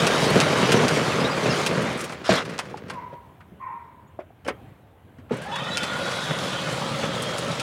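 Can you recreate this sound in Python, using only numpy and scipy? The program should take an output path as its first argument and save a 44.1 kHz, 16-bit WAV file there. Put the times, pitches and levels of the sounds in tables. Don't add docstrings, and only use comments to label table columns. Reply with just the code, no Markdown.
import sys
import numpy as np
from scipy import signal
from scipy.fft import rfft, irfft, next_fast_len
from scipy.io import wavfile
from scipy.ndimage import uniform_filter1d, map_coordinates

SR = 44100
rng = np.random.default_rng(int(sys.argv[2]) if len(sys.argv) > 2 else 0)


def pcm_store(signal):
    levels = np.round(np.clip(np.atleast_2d(signal), -1, 1) * 32767)
    wavfile.write(sys.argv[1], SR, levels.astype(np.int16).T)


N = 336042


def wheels():
    # (frequency [Hz], width [Hz], relative level [dB])
    forward_body = [(147.4, 60.1, 3.5), (250.4, 96.2, 0), (449, 204.4, -1.5), (662.7, 230.6, -14),
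                    (1490, 1100, -17.5)]
    reverse_body = [(136.5, 49, 3.5), (226, 222.6, -5.5), (555, 47.8, -1.5), (910, 270, -28.5)]
    # (frequency [Hz], relative level per Hz [dB])
    whir_colour = [(290, -16), (500, -5), (868, -7), (1180, -5.5), (1760, -10.5), (1920, -11), (2150, -11),
                   (3130, -16), (4120, -22), (7000, -32), (9100, -55.5), (15400, -120)]
    grit_colour = [(1760, -39), (3000, -1), (4110, -1.5), (5000, -3), (9870, -13), (13200, -26.5),
                   (15200, -30), (16000, -30.5)]
    kicks_per_s = 1400

    bumps = .4 * wobble(9)
    kicks = (rng.random(N) < kicks_per_s / SR) * rng.standard_normal(N)
    kicks = kicks * amp(3.136 * rng.standard_normal(N))
    kicks = filtered(kicks, lambda hz: 1 / (1 + 1j * hz / 2500) ** 2)

    whir = unit(amp(bumps + 0.95 * wobble(150)) * patchy(whir_colour, patchy_db=1.7734))
    grit_shake = bumps + 1.2 * wobble(25) + 1.4 * wobble(400)
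    grit = unit(amp(grit_shake) * patchy(grit_colour, patchy_db=2.0))

    def drumming(body):
        return unit(amp(bumps + 1.2 * wobble(30)) * filtered(kicks, modes(body)))

    forward_drum, reverse_drum = drumming(forward_body), drumming(reverse_body)
    return rolling(forward_drum, reverse_drum, whir, grit) + skid(forward_drum, whir, grit)


def rolling(forward_drum, reverse_drum, whir, grit):
    # (time [s], wheel drumming level before patches [dB], grit hiss level [dB])
    forward = [(0.0, -24.5, -31), (0.62, -21.5, -33.5), (1.02, -24, -34), (1.28, -25.5, -39),
               (1.59, -26, -33.5), (1.71, -28.5, -40.5), (1.95, -31, -42.5), (2.08, -37.5, -48.5),
               (2.26, -38.5, -59.5)]
    creeping = [(2.4, -31, -53), (2.55, -37.5, -54), (2.7, -39.5, -61), (2.85, -41, -75.5),
                (2.95, -42, -64.5), (3.05, -47, -80.5), (3.3, -68, -94.5)]
    reverse = [(5.303, -24.5, -53), (5.36, -37, -54), (5.45, -41.5, -53.5), (5.55, -38, -50.5),
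               (5.67, -35.5, -44.5), (5.8, -33.5, -42.5), (6.1, -31.5, -38), (6.6, -33, -38.5),
               (7.1, -30, -39.5), (7.62, -31, -40)]
    # (time [s], half length to 1/e [s], drumming lift [dB])
    patches = [(0.037, 0.038, 4.5), (0.163, 0.0188, 6), (0.242, 0.0284, 6.5), (0.36, 0.0475, 6.5),
               (0.63, 0.026, 3.5), (0.704, 0.0106, 1.5), (0.749, 0.0272, 7), (0.8, 0.0194, 4.5),
               (0.847, 0.0282, 5), (0.979, 0.0265, 4.5), (1.194, 0.082, 4), (1.472, 0.049, 7.5),
               (1.703, 0.0316, 2), (1.781, 0.0657, 9), (2.035, 0.022, 4.5), (2.517, 0.0295, 4),
               (2.685, 0.0176, 2), (2.938, 0.016, 7.5), (3.143, 0.0172, 15.5), (6.316, 0.0107, 6),
               (6.434, 0.027, 0.5), (6.691, 0.0133, 6), (6.781, .02, -0.5), (7.051, 0.022, 5.5),
               (7.472, 0.031, 3), (7.564, 0.0195, 0)]
    patch_whir = 0.17
    whir_with_drum, whir_with_grit = 0.29, 0.578

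    t = np.arange(N) / SR
    lift_db = sum(db * np.exp(-((t - s) / half) ** 2) for s, half, db in patches)
    start_whir_db = 5 * np.exp(-np.abs(t - reverse[0][0]) / 0.473)

    drives = [(forward, forward_drum, -30.5),
              (creeping, forward_drum, -32.5),
              (reverse, reverse_drum, -32.5 + start_whir_db)]
    out = np.zeros(N)
    for table, drum, base_db in drives:
        drum_db, grit_db, gate = curves(table)
        whir_db = base_db + whir_with_drum * (drum_db + 30) + whir_with_grit * (grit_db + 40)
        layers = amp(drum_db + lift_db) * drum
        layers += amp(whir_db + patch_whir * lift_db) * whir
        layers += amp(grit_db) * grit
        out += gate * layers
    return out


def skid(drum, whir, grit):
    # (time [s], length before release [s], then starting levels [dB] of
    drags = [(2.239, 0.05, -44, -33, -38.5), (2.289, 0.0927, -14.5, -23, -31.5)]
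    sags = (126.5, 19.5, 24.5)
    # (start [s], end [s], start pitch [Hz], end pitch [Hz], relative level [dB])
    squeals = [(2.25, 2.29, 1201, 1400, -33.5), (2.256, 2.296, 4900, 5200, -40.5),
               (2.295, 2.34, 4100, 3693, -35), (2.335, 2.369, 4000, 4410, -30),
               (2.34, 2.386, 4900, 5790, -34.5), (2.365, 2.405, 3600, 3696, -30.5)]
    slip_db, slips_per_s = 1.62, 160
    scrape_hz, low_cut_hz = 8200, 100

    dull_grit = filtered(grit, lambda hz: 1 / (1 + (hz / scrape_hz) ** 2))
    scrape = unit(amp(slip_db * wobble(slips_per_s)) * dull_grit)
    thin_drum = filtered(drum, lambda hz: (1j * hz / (1j * hz + low_cut_hz)) ** 2)

    out = np.zeros(N)
    for s, end, start_hz, end_hz, db in squeals:
        glide = [(s, start_hz, db), (end, end_hz, db)]
        out += fuzzy(glide, blur_hz=900, waver_hz=60, flutter_db=2)
    for s, length, *levels in drags:
        gain, since = held(s, length, attack=0.0135, release=0.0552)
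        for db, sag, layer in zip(levels, sags, (thin_drum, whir, scrape)):
            out += gain * amp(db - sag * since) * layer
    return out


def motor():
    # (time [s], pitch [Hz], relative level [dB])
    mesh = [(5.33, 479.6, -51), (5.38, 580.5, -44), (5.45, 725.4, -39.5), (5.5, 860, -36),
            (5.6, 1149, -40.5), (5.69, 1410, -35.5), (5.87, 1441, -34.5), (6.2, 1460, -36.5),
            (6.4, 1480, -42), (6.72, 1389, -42.5), (7.0, 1299, -45), (7.33, 1301, -42), (7.62, 1338, -46.5)]
    second_stage = [(5.29, 1400, -46.5), (5.4, 1499, -44), (5.47, 1702, -45), (5.57, 1800, -43),
                    (5.66, 1881, -42.5), (5.8, 1880, -45.5), (6.1, 1870, -49.5)]
    gear_case = [(5.45, 3698, -58), (5.8, 3600, -48), (6.4, 3402, -43), (7.62, 3400, -43)]
    # (start [s], end [s], start pitch [Hz], end pitch [Hz], relative level at the middle [dB])
    strands = [(0, .3, 3720, 3850, -40), (0.29, .68, 3820, 3850, -41), (0, .55, 3080, 3100, -39.5),
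               (1.84, 1.9, 3500, 3800, -43), (5.5, 5.56, 860, 930, -38), (5.5, 5.88, 900, 860, -42),
               (5.5, 5.42, 3740, 3650, -52.5), (5.5, 5.72, 2540, 2550, -45.5), (5.5, 5.7, 3780, 3720, -42),
               (6, 5.92, 3760, 3690, -39.5), (5.5, 5.92, 2700, 2550, -43), (6, 6.2, 3800, 3800, -42),
               (6, 6.45, 3800, 3750, -41.5), (5.5, 6.05, 3050, 3130, -42.5), (6.5, 6.42, 3020, 3080, -41.5),
               (6.5, 6.7, 3100, 3030, -41.5), (6.5, 6.8, 2550, 2500, -47), (6.5, 6.55, 3660, 3650, -39.5),
               (5.5, 6.64, 3460, 3400, -38.5), (7, 6.78, 3740, 3500, -41), (7, 6.94, 3520, 3490, -38.5),
               (7, 7.1, 3430, 3500, -39.5), (7, 7.3, 3480, 3580, -41), (7.5, 7.34, 3150, 3050, -43.5),
               (7, 7.48, 3260, 3200, -41), (7.5, 7.56, 3820, 3750, -42.5), (7.5, 7.66, 3330, 3300, -43.5),
               (5.88, 6.36, 560, 555, -40), (6.42, 7.05, 530, 570, -42), (7.0, 7.66, 540, 555, -42)]
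    strand_fade_db = 4.5

    out = fuzzy(mesh, blur_hz=125, waver_hz=22, flutter_db=3)
    out += fuzzy(second_stage, blur_hz=150, waver_hz=25, flutter_db=3)
    out += fuzzy(gear_case, blur_hz=1300, waver_hz=100, flutter_db=1.5)
    for s, end, start_hz, end_hz, db in strands:
        strand = [(s, start_hz, db - strand_fade_db * (s > 0)),
                  ((s + end) / 2, (start_hz + end_hz) / 2, db),
                  (end, end_hz, db - strand_fade_db)]
        out += fuzzy(strand, blur_hz=110, waver_hz=36, flutter_db=2.5)
    return out


def rattles():
    return clicks() + ticks() + knocks() + lever_buzz() + squeaks()


def clicks():
    # (time [s], then relative levels [dB] of crack, rattle, body)
    hits = [(0.0691, -4, -14.5, -36.5), (.4026, -1.5, -16, -21), (.414, -13, -24, -26),
            (0.7195, -6.5, -12, -18), (0.8827, -7, -18.5, -24.5), (1.6633, -8.5, -15, -26),
            (2.007, -18.5, -31.5, -39), (2.039, -31.5, -29.5, -39), (2.096, -25, -41, -32.5),
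            (2.124, -24.5, -40.5, -31.5), (2.4517, -29.5, -34, -35.5), (2.495, -31, -36.5, -35.5),
            (2.536, -35, -43, -35), (2.581, -20, -39, -33.5), (2.5903, -11, -23, -22.5),
            (2.655, -42, -44, -41.5), (2.6981, -38, -44, -44.5), (2.773, -32, -40.5, -42.5),
            (2.883, -43, -43.5, -47), (2.899, -25.5, -31, -28.5), (2.934, -52, -45, -49.5),
            (3.406, -52.5, -58, -44.5), (4.192, -55, -62, -45), (4.203, -56, -63.5, -43.5),
            (4.448, -43, -43.5, -43), (4.463, -38.5, -48, -34.5), (4.4765, -38, -29.5, -33),
            (4.483, -35.5, -30, -20.5), (5.184, -54, -58, -51.5), (5.199, -60.5, -66.5, -54.5),
            (5.294, -54.5, -59.5, -40.5), (5.4168, -40, -48, -43), (5.557, -26, -28.5, -26.5),
            (5.585, -36, -41.5, -32), (5.638, -37.5, -37.5, -37), (5.7724, -5.5, -20, -35.5),
            (5.8327, -14.5, -22.5, -27), (6.1155, -19, -28.5, -31), (6.3885, -18, -28.5, -41),
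            (6.307, -30, -35.5, -24.5), (7.034, -34, -40.5, -26), (7.3835, -14.5, -32, -40),
            (7.5978, -12.5, -23, -39.5)]
    # (frequency [Hz], relative level per Hz [dB])
    clack = [(1500, -27), (2500, 3.5), (3500, -3), (5000, -3), (7000, -9), (10000, -11.5), (13000, -25),
             (16000, -33)]
    thwack = [(300, -19.5), (600, -6), (1300, -1), (2200, -5.5), (3200, -16.5), (5000, -36), (9000, -58.5)]
    # (delay [s], level against the direct sound [dB])
    rebound = (.0066, -8)

    bright, dull = np.zeros(N), np.zeros(N)
    crack = np.array([1.3, 0, 0, -.5, -.6])
    for s, db, rattle_db, body_db in hits:
        add(bright, s, amp(db) * crack)
        add(bright, s, 0.724 * amp(rattle_db) * noise_burst(t60=0.0572))
        add(dull, s, 1.1 * amp(body_db) * noise_burst(t60=0.084))
    delay_s, rebound_db = rebound
    car_side = lambda hz: 1 + amp(rebound_db) * np.exp(-2j * np.pi * hz * delay_s)
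    return filtered(filtered(bright, colour(clack)), car_side) + filtered(dull, colour(thwack))


def ticks():
    # (time [s], relative level [dB])
    hits = [(.298, -26.5), (1.818, -34.5), (1.845, -40.5), (1.972, -34.5), (1.99, -33.5), (2.006, -28.5),
            (2.039, -30), (2.096, -47.5), (2.117, -41), (2.13, -45), (2.327, -28.5), (2.352, -31.5),
            (2.375, -35), (5.337, -43.5), (5.366, -40.5), (5.415, -39.5), (5.434, -43.5), (5.455, -47),
            (7.219, -26), (7.37, -35.5), (7.381, -27.5)]
    # (frequency [Hz], relative level per Hz [dB])
    tinkle = [(3000, -29), (6000, -5), (8500, 0), (11000, -5.5), (13000, -19), (16000, -19)]

    out, t = np.zeros(N), np.arange(SR // 4) / SR
    soft_edge = 1 - np.exp(-t / 0.0046)
    for s, db in hits:
        add(out, s, amp(db) * soft_edge * noise_burst(t60=0.061))
    return filtered(out, colour(tinkle))


def knocks():
    # (time [s], relative level [dB], pitch [Hz])
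    hits = [(.738, -10, 449), (.754, -7, 480), (.798, -11, 396), (0.836, -8.5, 248), (1.457, -7, 590),
            (2.292, 3.5, 637.4), (2.302, -8.5, 192.5), (2.742, -13, 833), (2.875, -28.5, 193),
            (3.129, -23, 535), (3.52, -35, 191), (4.19, -13.5, 627), (4.203, -24.5, 577),
            (4.304, -32.5, 707), (4.456, -25, 540), (4.466, -17, 478), (4.482, -7.5, 549.6),
            (4.504, -16.5, 426.7), (5.169, -39.5, 503), (5.186, -30, 244.8), (5.309, -10.5, 471.6),
            (5.3125, -11, 397), (5.317, -13, 237.6), (6.308, -15, 519), (7.036, -14.5, 477)]

    out, t = np.zeros(N), np.arange(SR // 4) / SR
    for s, db, hz in hits:
        phase = 2 * np.pi * hz * t
        ring = np.sin(phase) + 0.183 * np.sin(1.698 * phase) + .5 * np.sin(0.5996 * phase)
        t60 = 0.0332 * (500 / hz)
        add(out, s, amp(db - 3.0 - 60 * t / t60) * ring * (1 - np.exp(-t / 0.001)))
    return out


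def lever_buzz():
    # (start [s], end [s], [(pitch [Hz], relative level [dB])])
    lever = (4.52, 4.68, [(800, -56), (3200, -70)])

    s, end, tones = lever
    out = np.zeros(N)
    for hz, db in tones:
        out += fuzzy([(s, hz, db), (end, hz, db - 4)], blur_hz=hz / 10, waver_hz=10, flutter_db=2)
    return out


def squeaks():
    # (time [s], length [s], start pitch [Hz], end pitch [Hz], relative level [dB])
    rubs = [(0.279, 0.042, 4100, 4550, -31.5), (.62, 0.068, 5800, 5940, -37.5),
            (.72, 0.102, 6000, 5740, -37), (.88, .15, 5700, 5590, -40.5), (1.099, 0.052, 2900, 2255, -30.5),
            (1.136, 0.035, 2120, 1950, -35.5), (1.182, 0.058, 4900, 5130, -35),
            (1.234, 0.048, 3600, 4090, -27.5), (1.295, 0.043, 4750, 4950, -36.5),
            (1.361, .04, 2440, 2355, -32.5), (1.425, 0.036, 6100, 5910, -35),
            (1.445, 0.032, 2900, 2300, -31), (1.48, 0.07, 5850, 4347, -31.5),
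            (1.484, 0.041, 2700, 2798, -29.5), (4.444, 0.0214, 3030, 3050, -46.5),
            (5.69, 0.087, 3870, 3938, -31.5)]

    out = np.zeros(N)
    for s, length, start_hz, end_hz, db in rubs:
        roughness = 1 + .45 * wobble(500, size=round(length * SR))
        add(out, s, chirp(length, start_hz, end_hz, db) * roughness)
    return out


def dog():
    # (time [s], length before release [s], first pitch [Hz], relative level [dB])
    barks = [(2.914, 0.075, 1069, -40), (3.593, 0.1053, 1075, -39)]
    # (frequency [Hz], width [Hz], relative level [dB])
    muzzle = [(807, 150, 3), (986, 268, 14.5), (1430, 500, -1.5), (1840, 140, 3), (2370, 530, 1.5)]
    sag_hz_per_s = 1250

    far = lambda hz: modes(muzzle)(hz) / (1 + (hz / 2700) ** 8) / (1 + (650 / (hz + 1)) ** 6)
    out = np.zeros(N)
    for s, length, first_hz, db in barks:
        gate, since = held(s, length, attack=.03, release=.04)
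        hz = first_hz - sag_hz_per_s * since
        cycle = np.cumsum(hz * (1 + 0.04 * wobble(140))) / SR % 1
        pulses = np.sin(2 * np.pi * cycle) * amp(3 * wobble(60))
        breath = 2.1 * rng.standard_normal(N) * amp(2.5 * wobble(45))
        bark = amp(db) * unit(gate * filtered(pulses + breath, far)) * np.sqrt(length * SR / N)
        out += 1.02 * bark + 0.904 * echoes(bark, t60_scale=0.97)
    return out


def street():
    # (frequency [Hz], relative level per Hz [dB])
    air = [(15, -66.5), (25, -29), (38, -31.5), (68, -8), (87, -3), (157, -9.5), (591, -20.5), (677, -19.5),
           (1480, -29.5), (1610, -27.5), (1740, -30), (3340, -37.5), (5000, -51.5), (11000, -49),
           (16000, -47)]
    # (time [s], level [dB])
    swell = [(0, -48), (3.3, -49), (3.9, -51), (4.4, -53), (4.6, -47.5), (4.9, -51.5), (5.3, -50.5),
             (7.62, -47)]
    # (time [s], length [s], start pitch [Hz], end pitch [Hz], level [dB])
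    bird = (4.068, .03, 6500, 7400, -68)

    out = amp(curves(swell)[0] + .6 * wobble(3.675)) * patchy(air, patchy_db=1.5)
    add(out, bird[0], chirp(*bird[1:]))
    return out


def echoes(x, t60_scale):
    # (frequency [Hz], 60 dB decay time before t60_scale [s])
    houses = [(500, 1.25), (1000, 0.935), (2500, 0.91), (8000, 0.087)]

    hz, t, z = signal.stft(rng.standard_normal(SR), SR, nperseg=256)
    t60 = t60_scale * along(houses, hz)[:, None]
    tail = signal.istft(z * amp(-60 * t / t60), SR, nperseg=256)[1]
    return signal.fftconvolve(x, tail / np.linalg.norm(tail))[:N]


def fuzzy(table, blur_hz, waver_hz, flutter_db):
    hz, db, gate = curves(table)
    on, out = gate > 0, np.zeros(N)
    chance = lambda rate: wobble(rate, size=on.sum())
    phase = 2 * np.pi * np.cumsum(hz[on] + waver_hz * chance(22)) / SR
    band = chance(blur_hz) * np.sin(phase) + chance(blur_hz) * np.cos(phase)
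    out[on] = gate[on] * amp(db[on] + flutter_db * chance(28)) * band
    return out


def patchy(spectrum, patchy_db):
    z = signal.stft(rng.standard_normal(N + 512), nperseg=512)[2]
    field = uniform_filter1d(rng.standard_normal(z.shape), size=5, axis=0)
    field = uniform_filter1d(field, size=10, axis=1)
    x = signal.istft(z * amp(patchy_db * unit(field)), nperseg=512)[1][:N]
    return unit(filtered(x, lambda hz: amp(along(spectrum, hz))))


def noise_burst(t60):
    t = np.arange(SR // 4) / SR
    return amp(-60 * t / t60) * (1 - np.exp(-t / 0.0015)) * rng.standard_normal(len(t))


def chirp(length, start_hz, end_hz, db):
    hz = np.linspace(start_hz, end_hz, round(length * SR))
    return amp(db) * np.hanning(len(hz)) * np.sin(2 * np.pi * np.cumsum(hz) / SR)


def modes(table):
    def response(f):
        total = 0
        for k, (center, width, db) in enumerate(table):
            ring = 1j * f * width / (center * center - f * f + 1j * f * width)
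            total = total + (-1) ** k * amp(db) * ring
        return total
    return response


def colour(spectrum):
    return lambda hz: unit(amp(along(spectrum, hz)))


def filtered(x, response):
    m = next_fast_len(N + SR // 2)
    return irfft(rfft(x, m) * response(np.fft.rfftfreq(m, 1 / SR)), m)[..., :N]


def wobble(rate, size=N):
    knots = rng.standard_normal(int(size * rate / SR) + 4)
    return map_coordinates(knots, [np.arange(size) * rate / SR])


def curves(rows):
    s, *cols = np.transpose(rows)
    t = np.arange(N) / SR
    since_start = t - s[0] + (s[0] <= 0)
    until_end = s[-1] - t + (s[-1] >= t[-1])
    gate = np.clip(np.minimum(since_start, until_end) / .02, 0, 1)
    return [np.interp(t, s, c) for c in cols] + [gate]


def held(s, length, attack, release):
    t = np.arange(N) / SR - s
    gain = np.clip(np.minimum(t / attack, 1 + (length - t) / release), 0, 1)
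    return gain, np.clip(t, 0, length + release)


def along(points, hz):
    f, v = np.transpose(points)
    return np.interp(np.log(hz + 1), np.log(f + 1), v)


def add(track, s, sound):
    part = track[round(s * SR):][:len(sound)]
    part += sound[:len(part)]


def amp(db):
    return 10 ** (np.asarray(db) / 20)


def unit(x):
    return x / np.sqrt(np.mean(x ** 2) + 1e-20)


def scene():
    hits = rattles()
    late_hits = np.pad(hits, (400, 0))
    truck = wheels() + motor() + hits + amp(-18.5) * echoes(late_hits, t60_scale=0.14)
    truck = filtered(truck, lambda hz: (1j * hz / (1j * hz + 58)) ** 4)
    mono = truck + dog() + street()
    return np.array([mono, mono])


def record(dry):
    return filtered(dry, lambda hz: hz < 16000)


dry = scene()
out = record(dry)
pcm_store(out)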